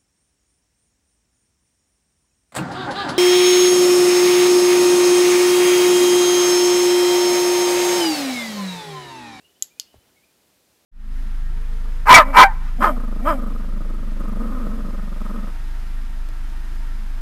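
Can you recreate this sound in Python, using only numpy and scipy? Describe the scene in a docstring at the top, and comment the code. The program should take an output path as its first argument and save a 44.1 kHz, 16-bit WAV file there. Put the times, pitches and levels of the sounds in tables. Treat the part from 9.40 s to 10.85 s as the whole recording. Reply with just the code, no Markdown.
"""A quiet wooden deck outdoors, where a handheld training clicker is pressed and let go.
Its steel tongue buckles, then springs back, each time with a snap and a brief ring;
hands, boards and railing throw the snap back. A soft knock and thuds follow as the hands move.
Birds whistle far off among the trees, over a faint hiss of air."""
import sys
import numpy as np
from scipy import signal
from scipy.fft import rfft, irfft
from scipy.io import wavfile
from scipy.ndimage import uniform_filter1d

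SR = 44100
rng = np.random.default_rng(int(sys.argv[2]) if len(sys.argv) > 2 else 0)


def file_out(sig):
    """Save sig as 16-bit WAV at sys.argv[1]."""
    # one column per channel
    cols = np.atleast_2d(sig).T
    # limit, then scale
    lim = np.clip(cols, -1, 1)
    pcm = np.round(lim * 32767).astype(np.int16)
    wavfile.write(sys.argv[1], SR, pcm)


N = 63945


def clicker(press_s=0.22415, release_s=0.39845, ring_rise_s=0.0006):
    """The steel tongue snaps over with a millisecond crack and rings in its new shape."""
    # Colour of each snap in the plastic case. Each row: frequency in Hz, level in dB.
    press_snap = [(300, -32.5), (950, -25.5), (1350, -15.5), (2350, -17), (3000, 0.5), (4500, 0), (5200, 3),
                  (5950, 3), (6450, 14.5), (7100, 20), (7700, 16.5), (8150, -4), (10100, -9), (11650, 3),
                  (13100, -16), (14500, -19), (16000, -39.5)]
    release_snap = [(300, -35), (950, -23), (1400, -17.5), (2300, -19), (2950, 4.5), (3700, 4), (4100, -4),
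                    (4400, 0.5), (5000, 11.5), (5550, 2), (6700, 8.5), (7700, 4.5), (8400, -13.5),
                    (9400, -1.5), (11300, -15), (12500, -6), (13300, -18), (14250, -1), (15400, -35)]
    # The tongue's ring, bent and relaxed. Each row: frequency in Hz, level in dB, T60 in seconds.
    bent_modes = [(2030, -50.5, 0.038), (3300, -45, .035), (3990, -36.5, .032), (4500, -40.5, .025),
                  (6740, -31, .026), (10580, -49.5, .022), (11030, -38.5, .028), (11320, -32, 0.031),
                  (11690, -33, .03), (11970, -36.5, 0.031), (12170, -40, 0.037)]
    relaxed_modes = [(2060, -50.5, 0.046), (3200, -54, 0.029), (3700, -48, 0.022), (4300, -29, 0.035),
                     (4530, -27.5, 0.025), (4705, -42, 0.041), (4980, -37, 0.04), (5500, -38, .022),
                     (6370, -39, .028), (10180, -43, 0.026), (12650, -36, .03), (13800, -48, .03)]
    clicks = [(press_s, press_snap, bent_modes), (release_s, release_snap, relaxed_modes)]
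    out = np.zeros(N)
    for start, snap, modes in clicks:
        crack = impulse(snap)
        t = np.arange(len(crack)) / SR
        attack = 1 - np.exp(-(t / ring_rise_s) ** 2)
        add(out, start, crack + attack * ring(modes))
    return out


def deck(dry, scatter_db=-14.5, onset_s=0.0028, hold_s=0.023, drop_db=-5.5, yard_db=-34.5, yard_t60=0.4):
    """Adds close echoes, scatter that thins out beyond the railing, and a faint tail from the yard."""
    # Early reflections off hands, lap and boards. Each row: delay in seconds, level in dB.
    near_echoes = [(.0006, -14.5), (.0017, -20.5), (.0040, -20), (.0076, -27.5)]
    # Tone of the scatter off deck and railing. Each row: frequency in Hz, relative level in dB.
    scatter_colour = [(300, 4.5), (2000, 7), (3500, 1.5), (5000, 1), (6800, -2.5), (7600, -7), (9000, 3),
                      (11500, 4), (15000, -8)]
    # Its decay. 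Each row: frequency in Hz, T60 in seconds.
    scatter_t60 = [(300, 0.6), (2000, 0.34), (5000, 0.25), (7200, 0.16), (11500, 0.15), (14000, 0.6)]
    size = 24000
    t = np.arange(size) / SR
    # Each band of noise holds briefly, then dies at its own rate.
    hz, frame_s, bands = signal.stft(rng.standard_normal(size), SR, nperseg=256)
    decay_db = 60 * np.maximum(frame_s - hold_s, 0) / curve_at(scatter_t60, hz)[:, None]
    bands *= amp(curve_at(scatter_colour, hz)[:, None] - decay_db)
    scatter = signal.istft(bands, SR, nperseg=256)[1][:size]
    scatter *= np.minimum(t / onset_s, 1) * amp(drop_db * (t > hold_s))
    response = amp(scatter_db) * scatter / np.linalg.norm(scatter)
    response += amp(yard_db) * reverb_tail(yard_t60, size)
    for delay, db in near_echoes:
        add(response, delay, amp([db]))
    return dry + signal.fftconvolve(dry, response)[:N]


def handling(knock_s=0.5416, knock_db=-40):
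    """Moving hands make a dull knock, two low thuds and a little rustle."""
    # Body of the knock. Each row: frequency in Hz, relative level in dB, T60 in seconds.
    knock_modes = [(239, -11.5, .045), (400, -7.5, 0.029), (630, -2.5, .018), (836, -6, 0.019),
                   (1140, -20, .012), (3000, -22, .004)]
    # Thuds just after it. Each row: start in seconds, length in seconds, pitch in Hz, level in dB.
    thuds = [(.551, 0.024, 94, -48.5), (0.575, 0.02, 72, -49.5)]
    # Rustles of the hands. Each row: start in seconds, length in seconds, level in dB.
    rustles = [(0.521, 0.06, -62.5), (.59, 0.17, -65.5)]
    # Their dull tone. Each row: frequency in Hz, relative level in dB.
    rustle_colour = [(30, -8), (70, 4.5), (150, 4), (700, 0), (1600, -5.5), (3500, -8.5), (12000, -27)]
    out = np.zeros(N)
    add(out, knock_s, amp(knock_db) * ring(knock_modes))
    for start, length, hz, db in thuds:
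        t, swell = arch(length)
        add(out, start, -amp(db) * swell * np.sin(2 * np.pi * hz * t))
    for start, length, db in rustles:
        t, swell = arch(length)
        add(out, start, amp(db) * swell * noise(rustle_colour)[:len(t)])
    return out


def birds(bend_depth=0.0302, waver_depth=0.02006, wet_db=-4, woods_t60=0.65):
    """Distant whistles that glide, bend up mid-note and waver, smeared by the trees."""
    # Each row: start in seconds, length in seconds, first and last pitch in Hz, level in dB.
    notes = [(.005, .045, 2550, 2760, -67), (.043, 0.026, 2764, 2824, -53), (0.077, 0.044, 2900, 2900, -66),
             (0.149, 0.033, 2840, 3160, -66), (0.302, 0.03, 2248, 2415, -60.5),
             (.365, 0.04, 2435, 2430, -64), (0.469, 0.024, 2695, 2876, -58.5),
             (.49, .045, 2960, 2967, -65.5), (0.551, 0.029, 2930, 2980, -68),
             (.605, 0.031, 2860, 3090, -68), (.757, 0.037, 2156, 2130, -61.5),
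             (.828, .026, 2315, 2387, -60.5), (.875, .03, 2370, 2375, -70)]
    whistles = np.zeros(N)
    for start, length, first_hz, last_hz, db in notes:
        t, swell = arch(length)
        waver = unit_rms(uniform_filter1d(rng.standard_normal(N), size=200))[:len(t)]
        glide_hz = first_hz + (last_hz - first_hz) * t / length
        hz = glide_hz * (1 + bend_depth * swell + waver_depth * waver)
        add(whistles, start, amp(db) * swell * np.sin(2 * np.pi * np.cumsum(hz) / SR))
    woods = signal.fftconvolve(whistles, reverb_tail(woods_t60, N))[:N]
    return whistles + amp(wet_db) * woods


def air(end_db=-63, fade_db_per_s=-0.14):
    """A faint bed of outdoor wash and hiss, easing very slowly."""
    # Tone of the bed. Each row: frequency in Hz, relative spectral density in dB.
    air_colour = [(15, -52.5), (25, -29.5), (45, -12), (80, -4.5), (115, -8.5), (180, -5), (400, -4),
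                  (700, -8.5), (1150, -14), (2500, -13.5), (4400, -13.5), (14800, -18), (16000, -25.5)]
    from_end_s = (np.arange(N) - N) / SR
    return noise(air_colour) * amp(end_db + fade_db_per_s * from_end_s)


def amp(db):
    """Decibels to gain."""
    return 10 ** (np.asarray(db) / 20)


def unit_rms(x):
    """Scales to an RMS of one."""
    return x / np.sqrt(np.mean(x ** 2) + 1e-20)


def curve_at(points, hz):
    """Interpolates a curve on a log-frequency axis."""
    point_hz, values = np.transpose(points)
    return np.interp(np.log(hz + 1), np.log(point_hz + 1), values)


def add(mix, start_s, sound):
    """Mixes a sound in at its start time."""
    part = mix[max(round(start_s * SR), 0):][:len(sound)]
    part += sound[:len(part)]


def noise(colour):
    """Steady noise of the given colour, at an RMS of one."""
    gain = amp(curve_at(colour, np.fft.rfftfreq(N, 1 / SR)))
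    return unit_rms(irfft(rfft(rng.standard_normal(N)) * gain, N))


def impulse(colour, size=4096):
    """The tightest click of the given colour: a minimum-phase impulse."""
    hz = abs(np.fft.fftfreq(size, 1 / SR))
    log_gain = np.log(amp(curve_at(colour, hz)))
    spectrum = np.exp(np.conj(signal.hilbert(log_gain)))
    return np.fft.ifft(spectrum).real


def ring(modes, size=4096):
    """Struck modes of alternating polarity, each dying at its own speed."""
    t = np.arange(size) / SR
    return sum((-1) ** k * amp(db - 60 * t / t60) * np.sin(2 * np.pi * hz * t)
               for k, (hz, db, t60) in enumerate(modes))


def arch(length_s):
    """Time axis and half-sine swell for one short sound."""
    t = np.arange(0, length_s, 1 / SR)
    return t, np.sin(np.pi * t / length_s)


def reverb_tail(t60, size):
    """A diffuse tail: decaying white noise of unit energy."""
    tail = rng.standard_normal(size) * amp(-60 * np.arange(size) / SR / t60)
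    return tail / np.linalg.norm(tail)


def scene():
    """Clicker and hands up front on the deck, birds and air behind, in mono."""
    return (deck(clicker()) + handling() + birds() + air())[None]


def record(dry):
    """A steep low-pass trims the very top of the treble."""
    lowpass = signal.firwin(255, cutoff=15950, window=("kaiser", 8), fs=SR)
    return signal.oaconvolve(dry, lowpass[None], "same")


dry = scene()
out = record(dry)
file_out(out)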